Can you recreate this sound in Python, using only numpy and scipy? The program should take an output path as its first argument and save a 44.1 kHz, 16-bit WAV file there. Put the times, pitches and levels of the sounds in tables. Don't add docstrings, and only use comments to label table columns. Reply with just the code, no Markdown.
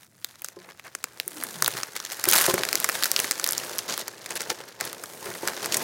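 import sys
import numpy as np
from scipy import signal
from scipy.fft import rfft, irfft, next_fast_len
from scipy.io import wavfile
from scipy.ndimage import uniform_filter1d

SR = 44100
rng = np.random.default_rng(int(sys.argv[2]) if len(sys.argv) > 2 else 0)


def store_wav(level_fs):
    pcm = np.round(np.clip(np.atleast_2d(level_fs), -1, 1) * 32767)
    wavfile.write(sys.argv[1], SR, pcm.T.astype(np.int16))


N = 257103

# (frequency [Hz], density [dB per Hz])
AIR_SPECTRUM = [(15, -50), (25, -17), (119, 14.5), (399, 2), (631, 2), (1660, -23), (2630, -18),
                (6380, -34), (7100, -14.5), (15500, -35)]
# (frequency [Hz], t60 [s])
ROOM_DECAY = [(200, 1), (2000, 0.3), (14000, 0.2)]
# (frequency [Hz], level [dB], t60 [s])
FRAME_MODES = [(120.4, -6, 0.11), (183.4, -9.5, 0.59), (357, 1, 0.13), (408.6, -1, 0.1), (541, -4, 0.086),
               (657, -8.5, 0.058), (875, -1, 0.042), (1034, -3.5, 0.1)]
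# (time [s], peak [dB], centre of the blow [Hz])
FRAME_KNOCKS = [(0.566, -33.5, 387), (1.264, -40, 334), (2.271, -19, 370), (2.479, -13, 590),
                (2.495, -17, 810), (2.537, -15, 410), (2.597, -23, 390), (5.263, -30, 400),
                (5.285, -37, 150), (5.431, -23, 610)]
# (time [s], level [dB], resonance [Hz])
HAND_SLIDE = [(1.22, -77, 330), (1.39, -43.5, 305), (1.48, -59, 213.3), (1.57, -47.5, 164.2),
              (1.78, -52.5, 134), (1.9, -79, 122)]
# (time [s], crack [dB], hollow pop [dB re crack], fizz [dB re crack], length [ms])
CREASE_SNAPS = [(0.2455, -21.0, -8.5, -0.5, 0.27), (0.4197, -34, -2.5, 6.5, 0.4),
                (0.4452, -22.5, -7, -4, 2.1), (0.4854, -28.0, -7.5, -4.5, 0.61),
                (0.7959, -38.5, 6, -5.0, 1), (0.9506, -21, -3, -13, 0.19),
                (1.0409, -18.5, -2.5, -4.5, 0.36), (1.1997, -18.5, -3.5, -3.5, 0.18),
                (1.2787, -21, -14.0, 0, 0.3), (1.4255, -33, 7, -8.5, 0.54), (1.4371, -28.5, 2, 12, 0.31),
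                (1.6231, -11.5, -1.0, -1, 0.96), (1.6452, -16.5, -7.5, -2, 0.5),
                (1.6611, -14, -10, -7, 0.39), (1.6786, -17.5, 3, 6.5, 1.4), (1.8324, -17.5, -4, -10, 1.24),
                (1.9635, -22.5, -2, -3.5, 2.1), (2.0012, -23.5, -6, -11, 0.17), (2.0501, -22, -10, -8, 1.2),
                (2.2404, -16.0, -4, 0.5, 0.7), (2.2538, -22, 1, 2, 1.8), (2.2879, -16.5, -11, 11, 1.12),
                (2.2973, -15, -25, -1, 7.8), (2.3129, -22, -2, 13, 0.93), (2.3377, -16.5, -2, 7.5, 1.5),
                (2.3548, -19, -8, 7, 1.0), (2.3627, -19, -4, 7, 0.51), (2.4114, -23, 6, 8, 1.6),
                (2.4643, -13.5, -7, -8, 0.38), (2.5407, -15.5, -3.5, 0, 1.2),
                (2.6342, -15.5, -0.5, -7, 1.8), (2.6514, -21, -1, -3.0, 0.54), (2.688, -18.5, -6, -5, 1.2),
                (2.729, -14.5, -3, -3, 0.49), (2.7545, -11.5, -8, -2.5, 0.3), (2.8013, -28, -12, 12, 0.2),
                (2.8433, -13, -1.5, -0.5, 2.9), (2.8896, -17.5, 3, 1.5, 1), (2.896, -23, 7, 3, 2.1),
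                (3.0246, -19.0, -0.5, -2, 1.8), (3.0354, -12, -10, -5, 0.29), (3.042, -17, -5, 2, 1.6),
                (3.0556, -16.5, -2, -0.5, 5.4), (3.1155, -11.5, -15, 0, 0.39), (3.163, -9, -18, -13, 0.18),
                (3.1913, -15.5, -12, -4, 0.3), (3.2006, -15, -4.5, -1, 1.2), (3.2433, -23, 4, -5, 1.8),
                (3.311, -12.0, -6.5, -3, 0.098), (3.3192, -18, -7.5, -15, 0.42),
                (3.3973, -18, -6, -13, 1.4), (3.4419, -12.5, -14.5, -1.5, 0.17),
                (3.4636, -21, -1, 0.5, 2.8), (3.475, -24.0, -7, 6, 0.54), (3.4894, -14, -9.5, -12, 0.49),
                (3.509, -20.0, -16, -1, 0.66), (3.5224, -19, -14, 2, 0.25), (3.532, -21.5, -25, 0, 0.15),
                (3.5796, -15, -18, -6.5, 0.56), (3.7834, -19.5, -21, 1, 0.55),
                (3.9775, -23.5, -0.5, 2.5, 0.5), (4.08, -22.5, -4.5, -2.5, 1.9),
                (4.2156, -37, -12, -21, 1.4), (4.2601, -27, -2, -5, 3.1), (4.306, -22.5, -6, -16, 2.2),
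                (4.374, -26.5, -3, -11, 1.3), (4.4058, -21, -4, -9.5, 2.7), (4.4165, -24, -4, -4, 4.2),
                (4.81, -19.5, -0.5, -4, 0.4), (4.8525, -35, -9, 10, 0.2), (4.9297, -29, -0.5, 0, 0.52),
                (5.0372, -28.5, 1.5, 1, 3), (5.4752, -16.5, -1, -2.5, 0.9), (5.4827, -21.5, 3.5, -3, 2.5),
                (5.6593, -20.5, -2, -2.5, 0.3), (5.7431, -12, -7, -11, 2.7),
                (5.7687, -12.5, -15, -5.5, 4.3)]
# (time [s], glue crackle [dB])
STEADY_PULL = [(0.06, -71.5), (0.22, -62), (0.26, -56.5), (0.78, -62), (1.24, -55), (1.38, -47.5),
               (1.76, -43), (1.92, -49), (2.2, -40.5), (2.58, -39.5), (3.05, -39), (3.35, -43),
               (3.62, -39.5), (4.19, -50.5), (4.44, -43.5), (4.75, -54.5), (4.9, -49), (5.15, -50),
               (5.83, -37)]
# (start [s], length [s], crackle [dB], rustle [dB re crackle])
TAPE_TUGS = [(-0.014, 0.046, -57, -1.5), (0.437, 0.044, -51, -16), (0.59, 0.077, -60, 3.5),
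             (0.688, 0.013, -52, 7.5), (0.845, 0.02, -48, 9), (1.622, 0.14, -44.5, -2.5),
             (1.762, 0.023, -41, 4.5), (1.953, 0.013, -37, -3), (2.12, 0.012, -34, -3),
             (2.262, 0.026, -35.5, 0), (2.294, 0.084, -26.5, -2.5), (2.331, 0.11, -27, -2),
             (2.494, 0.0084, -29.5, -4), (2.578, 0.0052, -26, -4), (2.943, 0.014, -32.5, -2.5),
             (3.167, 0.076, -36.5, -2), (3.787, 0.0067, -30.5, -12.5), (3.88, 0.053, -31.5, -6),
             (3.986, 0.024, -34.5, -6), (4.302, 0.013, -36, -2.5), (4.355, 0.0069, -29, -5.5),
             (4.496, 0.013, -27, -3), (4.592, 0.028, -56, 8.5), (4.678, 0.011, -43.5, -2),
             (4.801, 0.065, -40, 0), (5.24, 0.047, -45.5, 3), (5.313, 0.0059, -44, 9),
             (5.35, 0.0037, -39, 6.5), (5.422, 0.073, -43, 2), (5.626, 0.023, -36, -1.5),
             (5.721, 0.025, -28.5, -17)]
# (time [s], fizz [dB re crackle], flexing [dB re rustle])
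SHEET_HOLD = [(0.0, 2, -61), (0.55, -4, -2.5), (0.85, -4, -9.5), (1.4, 2, -2.5), (2.0, -3.5, -9),
              (2.42, 1.8, -13), (2.6, -3.5, -1.5), (2.95, 0, -6), (3.55, -2, -4.5), (3.72, -1.5, -2.5),
              (3.92, -7, -4), (4.25, -4, -1), (4.82, -6.5, -3), (5.13, 3.5, 1.5), (5.35, 0, -3.5),
              (5.7, -7, -1), (5.83, -1, 2)]
# (time [s], share [0-1])
SLIP_SHARE = [(0.2, 0.1), (0.9, 0.15), (1.45, 0.3), (2.3, 0.1), (3.0, 0.57), (4.4, 0.13), (4.65, 0.3),
              (5.5, 0.42)]
# (frequency [Hz], density [dB per Hz])
PAPER_SPECTRUM = [(60, -39), (156, -7.5), (220, -8), (359, -4.5), (533, 0), (1050, 1.5), (1650, 5),
                  (3200, -1.5), (4420, 0), (6560, -1.5), (7720, -5.5), (15500, -12.5)]

FLEX_BAND_HZ, RUSTLE_BAND_HZ = (100, 600), (600, 2450)
CRACKLE_BAND_HZ, FIZZ_BAND_HZ = (2800, 8000), (8000, 16000)
SNAP_POP_HZ, SNAP_CRACK_HZ, SNAP_FIZZ_HZ, PITCH_SPREAD = 1634, 5630, 11520, 0.21
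ATTACK_S, ATTACK_SHARE = 0.00098, 0.058
RELEASE_S, RELEASE_SHARE = 0.0056, 0.46
EVENNESS = 0.25
AIR_DB, PEEL_TO_ROOM_DB, HITS_TO_ROOM_DB = -64.5, -25.0, -23.5
TOP_HZ = 16050


def amp(db):
    return 10 ** (np.asarray(db) / 20)


def unit(x):
    return x / np.sqrt(np.mean(x ** 2) + 1e-20)


def along(points, hz):
    f, v = np.transpose(points)
    return np.interp(np.log(hz + 1), np.log(f + 1), v)


def curves(rows):
    s, *cols = np.transpose(rows)
    return [np.interp(np.arange(N) / SR, s, c) for c in cols]


def filtered(x, response):
    m = next_fast_len(N + SR // 2)
    hz = np.fft.rfftfreq(m, 1 / SR)
    return irfft(rfft(x, m) * response(hz), m)[:N]


def band(x, edges_hz, order):
    edges_hz = np.minimum(edges_hz, SR / 2 - 100)
    sos = signal.butter(order, edges_hz, "band", fs=SR, output="sos")
    return signal.sosfilt(sos, x)


def add(track, s, sound):
    part = track[round(s * SR):][:len(sound)]
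    part += sound[:len(part)]


def still_air():
    noise = rng.standard_normal(N)
    return amp(AIR_DB) * unit(filtered(noise, lambda hz: amp(along(AIR_SPECTRUM, hz))))


def workshop(x):
    hz, t, z = signal.stft(rng.standard_normal(SR // 2), SR, nperseg=256)
    decay = amp(-60 * t / along(ROOM_DECAY, hz)[:, None])
    tail = signal.istft(z * decay, SR, nperseg=256)[1]
    tail = np.pad(tail, (SR // 200, 0))
    return signal.fftconvolve(x, tail / np.linalg.norm(tail))[:N]


def knocks():
    out, t = np.zeros(N), np.arange(SR // 2) / SR
    hz, level_db, t60_s = np.transpose(FRAME_MODES)[:, :, None]
    for s, db, centre_hz in FRAME_KNOCKS:
        off_pitch_db = 6 * np.abs(np.log2(hz / centre_hz))
        strength_db = level_db + rng.standard_normal(hz.shape) - off_pitch_db
        tones = np.sin(2 * np.pi * (hz * t + rng.random(hz.shape)))
        ringing = (amp(strength_db - 60 * t / t60_s) * tones).sum(axis=0)
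        grip = amp(-.8 * (db + 36.5)) + amp(-60 * t / 0.047)
        scuff = unit(band(rng.standard_normal(len(t)), centre_hz * np.array([.4, 2.4]), order=2))
        scuff = 0.97 * scuff * amp(-60 * t / 0.022)
        soft_onset = 1 - np.exp(-t / 0.0075)
        blow = (grip * ringing + scuff) * soft_onset
        add(out, s, amp(db) * blow / np.abs(blow).max())
    return out


def sliding():
    db, hz = curves(HAND_SLIDE)
    width_hz = 42
    sway = [filtered(rng.standard_normal(N), lambda f: 1 / (1 + (f / width_hz) ** 4)) for _ in range(2)]
    phase = 2 * np.pi * np.cumsum(hz) / SR
    return amp(db) * unit(sway[0] * np.cos(phase) + sway[1] * np.sin(phase))


def burst(edges_hz, life_ms, ring_db, ring_ms):
    ms = np.arange(SR // 50) * 1000 / SR
    rise_ms = 0.29
    decay = np.exp(-ms / life_ms) + amp(ring_db) * np.exp(-ms / ring_ms)
    shape = (1 - np.exp(-ms / rise_ms)) * decay
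    flutter = unit(band(rng.standard_normal(len(ms)) * shape, edges_hz, order=2))
    click = signal.unit_impulse(len(ms), rng.integers(6, 16))
    kick = unit(band(click, edges_hz, order=4))
    sound = np.sign(rng.standard_normal()) * kick + (.5 + life_ms) * flutter
    return sound / np.linalg.norm(sound) * np.sqrt(SR / 1000)


def snap(db, pop_db, fizz_db, ms):
    octave = np.array([1 / np.sqrt(2), np.sqrt(2)])
    pop_pitch, crack_pitch = np.exp(PITCH_SPREAD * rng.standard_normal(2) * [.5, 1])
    pop = burst(SNAP_POP_HZ * pop_pitch * octave, ms, ring_db=-26, ring_ms=2.5)
    thud = amp(-11.5) * burst(np.array([280, 760]), ms, ring_db=-15, ring_ms=5.7)
    crack = burst(SNAP_CRACK_HZ * crack_pitch * octave, ms, ring_db=-14, ring_ms=2.3)
    fizz = burst(SNAP_FIZZ_HZ * octave, .8 * ms, ring_db=-8, ring_ms=1.2)
    return amp(db) * (crack + amp(pop_db) * (pop + thud) + amp(fizz_db) * fizz)


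def snaps():
    out = np.zeros(N)
    for s, db, pop_db, fizz_db, ms in CREASE_SNAPS:
        add(out, s, snap(db, pop_db, fizz_db, ms))
    return out


def effort():
    t = np.arange(N) / SR
    pull_db, = curves(STEADY_PULL)
    crackle_power, rustle_power = amp(pull_db) ** 2, amp(pull_db - 1.5) ** 2
    for s, length_s, db, rustle_db in TAPE_TUGS:
        attack_s = ATTACK_S + ATTACK_SHARE * length_s
        release_s = RELEASE_S + RELEASE_SHARE * length_s
        rise = np.clip((t - s) / attack_s + .5, 0, 1)
        fall = np.exp(-np.clip((t - s - length_s) / release_s, 0, 20))
        power = (amp(db) * rise * fall) ** 2
        crackle_power = crackle_power + power
        rustle_power = rustle_power + power * amp(rustle_db) ** 2
    return 10 * np.log10(crackle_power), 10 * np.log10(rustle_power)


def pops(rate_hz, spread_db, life_ms):
    sizes = amp(spread_db * np.minimum(rng.standard_normal(N), 2)) ** 2
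    starts = sizes * (rng.random(N) < rate_hz / SR)
    ms = np.arange(SR // 100) * 1000 / SR
    pulse = ms * np.exp(-2 * ms / life_ms)
    power = np.abs(signal.fftconvolve(starts, pulse)[:N])
    local_mean = uniform_filter1d(power, size=SR // 20)
    power = power / (local_mean + power.mean() / 10) ** np.clip(EVENNESS, 0, 1)
    return power / power.mean()


def paper(power, edges_hz, smooth):
    smooth = np.clip(smooth, 0, 1)
    drive = rng.standard_normal(N) * np.sqrt(smooth + (1 - smooth) * power)
    radiated = filtered(drive, lambda hz: amp(along(PAPER_SPECTRUM, hz)))
    return unit(band(radiated, edges_hz, order=3))


def frame_tone(power):
    def response(f):
        total = 0
        for hz, db, t60_s in FRAME_MODES:
            width_hz = np.log(1000) / (np.pi * t60_s)
            total = total + amp(db) * 1j * f * width_hz / (hz * hz - f * f + 1j * f * width_hz)
        return total

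    tugs = rng.standard_normal(N) * np.sqrt(power)
    return unit(filtered(tugs, response))


def peeling():
    crackle_db, rustle_db = effort()
    fizz_db, flex_db = curves(SHEET_HOLD)
    slip, = curves(SLIP_SHARE)
    glue = pops(rate_hz=520, spread_db=9, life_ms=1.0)
    fibres = pops(rate_hz=950, spread_db=14.5, life_ms=0.68)
    crinkle = pops(rate_hz=300, spread_db=8.5, life_ms=1.77)
    crackle = amp(crackle_db) * paper(glue, CRACKLE_BAND_HZ, slip)
    fizz = amp(crackle_db + fizz_db) * paper((glue + fibres) / 2, FIZZ_BAND_HZ, slip)
    rustle = amp(rustle_db) * paper((glue + crinkle) / 2, RUSTLE_BAND_HZ, slip)
    bend = amp(uniform_filter1d(rustle_db, size=SR // 25) + flex_db)
    bend_power = (1 + crinkle) / 2
    sheet = amp(1.0) * paper(bend_power, FLEX_BAND_HZ, slip)
    frame = amp(-2.5) * frame_tone(bend_power)
    return crackle + fizz + rustle + bend * (sheet + frame)


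def scene():
    air = still_air()
    hits = knocks() + snaps()
    peel = sliding() + peeling()
    answer = workshop(amp(PEEL_TO_ROOM_DB) * peel + amp(HITS_TO_ROOM_DB) * hits)
    return (peel + hits + answer + air)[None]


def record(dry):
    held = dry[0] / (1 + np.abs(dry[0] / .92) ** 6) ** (1 / 6)
    return filtered(held, lambda hz: hz < TOP_HZ)[None]


dry = scene()
out = record(dry)
store_wav(out)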